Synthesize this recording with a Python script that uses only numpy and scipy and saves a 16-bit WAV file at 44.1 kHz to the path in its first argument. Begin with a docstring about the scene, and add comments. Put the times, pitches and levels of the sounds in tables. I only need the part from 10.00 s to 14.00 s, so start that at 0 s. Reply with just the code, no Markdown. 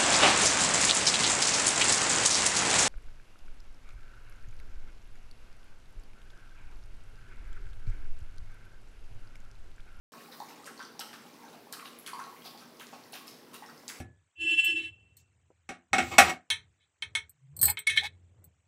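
"""Two dogs at a water bowl

Two dogs lap from one steel bowl on the wooden floor of a lively room. Each lap is a wet smack of the
tongue, a spray of droplets and a squelch in the mouth; trapped air plops, drips fall back, a collar tag
chinks and the bowl rings faintly. An appliance hums under the steady rush of the room."""
import sys
import numpy as np
from scipy import signal
from scipy.fft import rfft, irfft
from scipy.io import wavfile

SR = 44100
rng = np.random.default_rng(int(sys.argv[2]) if len(sys.argv) > 2 else 0)


def output_pcm(signal):
    """Save a mono or channel-first signal as 16-bit PCM at the path in sys.argv[1].

    Samples are clipped to [-1, 1] before scaling.
    """
    pcm = np.clip(np.atleast_2d(signal).T, -1, 1) * 32767
    wavfile.write(sys.argv[1], SR, np.round(pcm).astype(np.int16))


N = 176400
TIME = np.arange(N) / SR
BRIEF = TIME[:SR // 8]  # time axis of one short event


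def from_db(db):
    return 10 ** (np.asarray(db) / 20)


def unit_rms(x):
    return x / np.sqrt(np.mean(x ** 2) + 1e-20)


def at_hz(points, hz):
    """Reads a table on a log-frequency axis."""
    points_hz, values = np.transpose(points)
    return np.interp(np.log(hz + 1e-9), np.log(points_hz), values)


def add(out, start_s, x):
    i = int(start_s * SR)
    out[i:i + len(x)] += x[:N - i]


def band(x, low_hz, high_hz):
    edges = [low_hz, min(high_hz, SR / 2 - 2000)]
    return signal.sosfilt(signal.butter(2, edges, "band", fs=SR, output="sos"), x)


def resonate(x, hz, width_hz):
    """One resonance with a gain of 1 at its peak."""
    r = np.exp(-np.pi * width_hz / SR)
    feedback = [1, -2 * r * np.cos(2 * np.pi * hz / SR), r * r]
    return signal.lfilter(np.array([1, 0, -1]) * (1 - r * r) / 2, feedback, x + 1e-18)


def pops(per_s, size, spread_db=3.5):
    """Random clicks of uneven strength."""
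    strength = from_db(spread_db * np.minimum(rng.exponential(1, size), 4))
    return (rng.random(size) < per_s / SR) * strength * rng.choice([-1, 1], size)


def swell(t, rise_s):
    """Rises to 1 after rise_s, then dies away."""
    u = np.maximum(t, 0) / rise_s
    return u * np.exp(1 - u)


def rising_phase(hz, glide_per_s):
    """Phase of a bubble whose pitch climbs steadily from hz."""
    return 2 * np.pi * hz * (BRIEF + glide_per_s * BRIEF ** 2 / 2)


def droplets(spectrum, per_s, cycles, sizes=32, small_bias=0.8):
    """Tiny bubbles ring for a few cycles, the small ones most often. Yields (Hz, sound) for each size."""
    pitches = np.geomspace(450, 15000, sizes)
    shares = pitches ** small_bias / np.sum(pitches ** small_bias)
    for hz, share in zip(pitches, shares):
        width_hz = 2 * hz / cycles
        ring = resonate(pops(per_s * share, N), hz, width_hz)
        ring = resonate(ring, hz, width_hz)  # the second pass softens each onset
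        yield hz, from_db(at_hz(spectrum, hz)) * unit_rms(ring) / np.sqrt(sizes)


def room_air(level_db=-57):
    """Room tone: a steady, low rush of air."""
    # Each row: frequency in Hz, relative spectral density in dB.
    spectrum = [(50, -24.5), (70, -24), (95, -13.5), (125, -6), (200, 0.5), (250, 6), (310, 2), (460, -0.5),
                (600, -6), (1050, -7.5), (1300, -10.5), (2700, -16), (5300, -17), (6800, -26), (12900, -26),
                (15500, -39)]
    gain = from_db(at_hz(spectrum, np.fft.rfftfreq(N, 1 / SR)))
    return from_db(level_db) * unit_rms(irfft(rfft(rng.standard_normal(N)) * gain, N))


def appliance_hum(waver=0.48):
    """An appliance hums; a narrow band of noise around each tone makes it waver."""
    # The tones of the hum. Each row: frequency in Hz, level in dB.
    tones = [(157, -78.5), (175, -80), (236.5, -67), (410, -74.5), (472, -71.5)]
    out = np.zeros(N)
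    for hz, db in tones:
        tone = np.sqrt(2) * np.sin(2 * np.pi * (hz * TIME + rng.random()))
        noise = unit_rms(resonate(rng.standard_normal(N), hz, width_hz=8.8))
        out += from_db(db) * (tone + waver * noise)
    return out


def room_response(tail_db=-2, build_s=0.0025, echo_db=-4.5, echo_span_s=0.025, echo_count=12):
    """A few early echoes off floor and furniture, then a diffuse tail that dies band by band."""
    # Reverberation. Each row: frequency in Hz, seconds to fall by 60 dB.
    t60 = [(200, 0.93), (900, 0.49), (2100, 0.71), (5500, 0.6), (14500, 0.59)]
    t, edges = TIME[:SR], np.geomspace(100, 18000, 12)
    tail, echoes = np.zeros(SR), np.zeros(SR)
    for low, high in zip(edges, edges[1:]):
        decay = from_db(-60 * t / at_hz(t60, np.sqrt(low * high)))
        tail += band(rng.standard_normal(SR), low, high) * decay
    tail *= 1 - np.exp(-(t / build_s) ** 2)
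    signs = rng.choice([-1, 1], echo_count)
    delays_s = echo_span_s * rng.uniform(0.05, 1, echo_count)
    echoes[(delays_s * SR).astype(int)] = signs / np.sqrt(echo_count)
    return from_db(tail_db) * tail / np.linalg.norm(tail) + from_db(echo_db) * echoes


def room_echoes(water, spots=6, spot_change_s=0.008):
    """Drops burst at changing spots around the bobbing heads, so one set of echoes fades into the next."""
    out, place = np.zeros(N), TIME / spot_change_s
    for spot in range(spots):
        away = np.abs((place - spot + spots / 2) % spots - spots / 2)
        crossfade = np.cos(np.pi / 2 * np.minimum(away, 1))
        out += signal.fftconvolve(water * crossfade, room_response())[:N]
    return out


def bowl_ring(water, t60_s=0.29):
    """The steel wall rings along with the water."""
    # The modes of the bowl. Each row: frequency in Hz, gain in dB.
    modes = [(833, 0.5), (955, -12), (1016, 1.5), (1100, 10), (1190, 5), (1298, 5.5), (1351, 3), (2382, -5),
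             (3798, -1)]
    width_hz = np.log(1000) / np.pi / t60_s
    return sum(from_db(db) * resonate(water, hz, width_hz) for hz, db in modes)


def tag_chinks(t60_s=0.37):
    """A metal collar tag touches the rim and rings on."""
    # Each row: start in seconds, relative level in dB, lowest mode in Hz.
    touches = [(0.402, -49, 3680), (3.14, -43, 3186), (3.278, -50, 5170)]
    # The modes of the tag. Each row: frequency ratio to the lowest mode, relative level in dB.
    modes = [(1.001, -4), (1.089, -8), (1.2, -12)]
    out, t = np.zeros(N), TIME[:SR // 2]
    for start_s, db, hz in touches:
        ring = sum(from_db(mode_db) * np.sin(2 * np.pi * hz * ratio * t) for ratio, mode_db in modes)
        add(out, start_s, from_db(db - 60 * t / t60_s) * ring / 2)
    return out


def fizz():
    """The finest spray bursts too densely to be heard as single ticks."""
    # Each row: time in seconds, level in dB.
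    levels = [(.12, -68.5), (.23, -69), (.38, -62), (.55, -74), (1.15, -76), (1.28, -72), (1.62, -72.5),
              (1.98, -75), (2.2, -70), (2.46, -65), (2.65, -73.5), (3.2, -71.5), (3.35, -74), (3.83, -71)]
    spray = band(pops(per_s=4400, size=N), low_hz=10200, high_hz=17400)
    return from_db(np.interp(TIME, *np.transpose(levels))) * unit_rms(spray)


def dribble():
    """Between laps, water keeps ticking in the bowl and on the muzzles."""
    # Each row: time in seconds, relative level in dB.
    levels = [(.12, -54.5), (.4, -60), (.62, -56.5), (.92, -62.5), (1.25, -58.5), (1.5, -56), (1.62, -62.5),
              (1.9, -58.5), (2.35, -58), (2.72, -62), (3.05, -60.5), (3.45, -63), (3.68, -60), (3.83, -62),
              (4, -60)]
    # The colour of the ticking. Each row: droplet pitch in Hz, band gain in dB.
    spectrum = [(450, -6), (850, 2), (1300, -5), (2000, -3), (3200, -7.5), (5000, -3), (7200, -5),
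                (10500, -8.5), (15000, -23)]
    ticks = sum(sound for _, sound in droplets(spectrum, per_s=1400, cycles=15.4))
    return from_db(np.interp(TIME, *np.transpose(levels))) * ticks


def drips(splash_db=-6):
    """Each drip traps a tiny bubble: a high, rising ping with a little splash around it."""
    # Each row: start in seconds, peak level of the ping in dB, starting pitch in Hz.
    landings = [(0.401, -42, 4380), (0.488, -51, 5160), (0.777, -46, 4400), (0.793, -46, 4670),
                (.827, -46, 5800), (.851, -46, 4760), (1.008, -44, 3920), (1.857, -39, 2840),
                (1.988, -41, 11160), (2.063, -39, 3130), (2.136, -45.5, 4570), (2.199, -47, 5800),
                (2.239, -44, 4170), (2.421, -48, 3150), (2.575, -49, 4750), (2.77, -51, 4830),
                (3.038, -51.5, 4430), (3.123, -44, 10600), (3.131, -48, 4200), (3.279, -42.5, 5160),
                (3.542, -42, 9050), (3.662, -46.5, 5400), (3.698, -50, 4660), (3.778, -49, 5100)]
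    out, envelope = np.zeros(N), swell(BRIEF, rise_s=0.00075)
    for start_s, db, hz in landings:
        ping = np.sin(rising_phase(hz, glide_per_s=4.4))
        splash = unit_rms(band(rng.standard_normal(len(BRIEF)), hz / np.sqrt(2), hz * np.sqrt(2)))
        add(out, start_s, from_db(db) * envelope * (ping + from_db(splash_db) * splash))
    return out


def plops(rise_s=0.00075, decay_s=0.005, overtone_db=-17):
    """Large bubbles of trapped air ring briefly and rise in pitch."""
    # Each row: start in seconds, peak level in dB, starting pitch in Hz.
    bubbles = [(.4025, -34, 846), (.417, -40.5, 940), (.793, -43.5, 1010), (0.8016, -43.5, 1505),
               (.994, -39.5, 820), (1.391, -50, 945), (1.67, -48, 850), (1.769, -44.5, 1216),
               (1.826, -45.5, 1124), (2.132, -33.5, 1000), (2.146, -41, 993), (2.154, -45, 994),
               (2.169, -43.5, 1060), (2.191, -35.5, 1017), (2.2, -42.5, 1300), (2.326, -44.5, 960),
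               (2.456, -42, 737), (2.547, -45.5, 784), (2.799, -50, 920), (2.928, -45.5, 740),
               (3.131, -44, 740), (3.623, -39.5, 860), (3.9, -44, 1490)]
    out = np.zeros(N)
    envelope = (1 - np.exp(-BRIEF / rise_s)) * np.exp(-(BRIEF / decay_s) ** 2)
    for start_s, db, hz in bubbles:
        phase = rising_phase(hz, glide_per_s=5.4)
        ring = np.sin(phase) + from_db(overtone_db) * np.sin(2 * phase)
        add(out, start_s, from_db(db) * envelope / envelope.max() * ring)
    return out


def squelches(rise_s=0.0067, pitch_fall=0.1456, band_ratio=1.46):
    """The mouth closes on the water: wet pops ring its cavity, whose pitch falls as it fills."""
    # Each row: start in seconds, level in dB, pitch the cavity settles on in Hz.
    closings = [(0.127, -54, 1115), (.325, -57, 1440), (0.474, -60.5, 2040), (.667, -47.5, 1420),
                (.8, -46.5, 1370), (1.0, -48, 1380), (1.128, -53, 1300), (1.728, -49.5, 1440),
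                (1.79, -51.5, 1190), (1.793, -52.5, 2200), (1.849, -56, 1250), (2.072, -50, 1960),
                (2.076, -48, 1340), (2.195, -50.5, 1440), (2.362, -59.5, 2050), (2.612, -56, 1300),
                (2.804, -51.5, 1400), (3.14, -52.5, 1500), (3.541, -57.5, 1290), (3.623, -54.5, 1720),
                (3.682, -53.5, 1230), (3.886, -50, 2130), (3.893, -49.5, 1600), (3.955, -58, 2100)]
    out, envelope = np.zeros(N), swell(BRIEF, rise_s)
    # This clock runs fast at first, so each squelch starts sharp and sinks.
    fall_s = 2 * rise_s
    clock = BRIEF + pitch_fall * fall_s * (1 - np.exp(-BRIEF / fall_s))
    for start_s, db, hz in closings:
        wet_pops = pops(per_s=800, size=len(BRIEF)) * envelope
        cavity = band(resonate(wet_pops, hz, width_hz=350), hz / band_ratio, hz * band_ratio)
        falling = unit_rms(np.interp(clock, BRIEF, cavity))
        add(out, start_s, from_db(db) * falling * np.sqrt(np.mean(envelope ** 2)))
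    return out


def splashes(cluster_db=7, cluster_octaves=0.4, patchy_db=3.5):
    """Water sprays off the tongue in short showers, each with a cluster of drops of one size."""
    # Each row: start in seconds, rise in seconds, relative level in dB, tilt in dB per octave,
    # pitch of the cluster in Hz.
    showers = [(.21, 0.0081, -63, 4, 1900), (0.315, 0.0083, -55, -4.5, 4350), (0.484, 0.012, -54, -3, 5030),
               (0.651, 0.011, -53.5, -1.5, 6400), (0.788, 0.017, -58.5, -3.5, 5300),
               (1.003, 0.0045, -45.5, -3.5, 3740), (1.129, 0.0063, -51.5, -3.5, 5400),
               (1.256, 0.0069, -62.5, 1, 2600), (1.524, 0.0088, -61, -4.5, 3220),
               (1.722, 0.0087, -46, -0.5, 4300), (1.846, 0.015, -55, -1.5, 3560),
               (2.06, 0.01, -45.5, 2, 1940), (2.181, 0.012, -55, -4, 5640),
               (2.44, 0.016, -50.5, -0.5, 4600), (2.574, 0.019, -58.5, -2, 4440),
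               (2.792, 0.014, -52, 1, 2130), (2.922, 0.011, -59, -5.5, 5400),
               (3.124, 0.016, -49.5, 1, 3320), (3.261, 0.02, -56.5, 1, 5100), (3.528, 0.014, -52, -1, 6100),
               (3.883, 0.009, -46, -0.5, 10400)]
    # The colour of the spray. Each row: droplet pitch in Hz, band gain in dB.
    spectrum = [(500, -17), (1000, -1), (1700, -7.5), (2600, 1), (3500, 1), (5400, 0.5), (7900, -5.5),
                (10500, 3), (15000, -3.5)]
    envelopes = np.array([swell(TIME - start_s, rise_s) for start_s, rise_s, *_ in showers])
    _, _, db, tilt, cluster_hz = np.transpose(showers)
    out = np.zeros(N)
    for hz, sound in droplets(spectrum, per_s=7000, cycles=10.4):
        cluster = cluster_db * np.exp(-(np.log2(hz / cluster_hz) / cluster_octaves) ** 2)
        scatter = patchy_db * rng.standard_normal(len(db))
        gains = from_db(db + tilt * np.log2(hz / 4000) + cluster + scatter)
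        out += sound * (gains @ envelopes)
    return out


def tongue_smacks(decay_s=0.00084, lead_s=0.0011, width_octaves=1.05, ripple_db=4, ripple_hz=710):
    """The tongue snaps off the water: a crack a few milliseconds long, coloured by the mouth's shape."""
    # Each row: time in seconds, relative level in dB, centre of the band in Hz.
    snaps = [(.644, -40, 5600), (.665, -38, 8000), (0.9931, -25.5, 4650), (0.9985, -28, 10300),
             (1.1307, -36, 1960), (1.7255, -26.5, 9600), (2.0641, -35.5, 7900), (2.797, -43, 7000),
             (2.869, -38.5, 4870), (3.139, -34, 4750), (3.273, -40, 9400), (3.543, -41, 6500),
             (3.8803, -25.5, 5770), (3.8878, -41, 2480)]
    out, fade = np.zeros(N), np.exp(-BRIEF / decay_s)
    bins_hz, band_ratio = np.fft.rfftfreq(len(BRIEF), 1 / SR), 2 ** (width_octaves / 2)
    for time_s, db, hz in snaps:
        mouth_ripple = np.interp(bins_hz / ripple_hz, np.arange(64), rng.standard_normal(64))
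        # The phases of a short noise burst smear the crack in time.
        phase = np.angle(rfft(rng.standard_normal(len(BRIEF)) * fade))
        smear = irfft(from_db(ripple_db * mouth_ripple) * np.exp(1j * phase))
        smear = np.roll(smear, int(lead_s * SR))[:len(BRIEF) // 2]
        crack = band(smear, hz / band_ratio, hz * band_ratio)
        crack *= np.linalg.norm(fade) / np.linalg.norm(crack) / np.sqrt(2)
        add(out, time_s - lead_s, from_db(db) * crack)
    return out


def scene():
    """One microphone hears the lapping, its echoes and the ringing metal over the room tone."""
    water = tongue_smacks() + splashes() + dribble() + fizz() + squelches() + plops() + drips()
    water_in_room = water + room_echoes(water)
    metal = bowl_ring(water_in_room) + tag_chinks()
    return (water_in_room + metal + room_air() + appliance_hum())[None]


def record(dry, start_s=0.12, cutoff_hz=15700):
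    """Sound begins after a moment of silence; the highest treble is cut steeply."""
    lowpass = signal.ellip(10, 0.1, 70, cutoff_hz, fs=SR, output="sos")
    return signal.sosfilt(lowpass, dry * (TIME >= start_s))


dry = scene()
out = record(dry)
output_pcm(out)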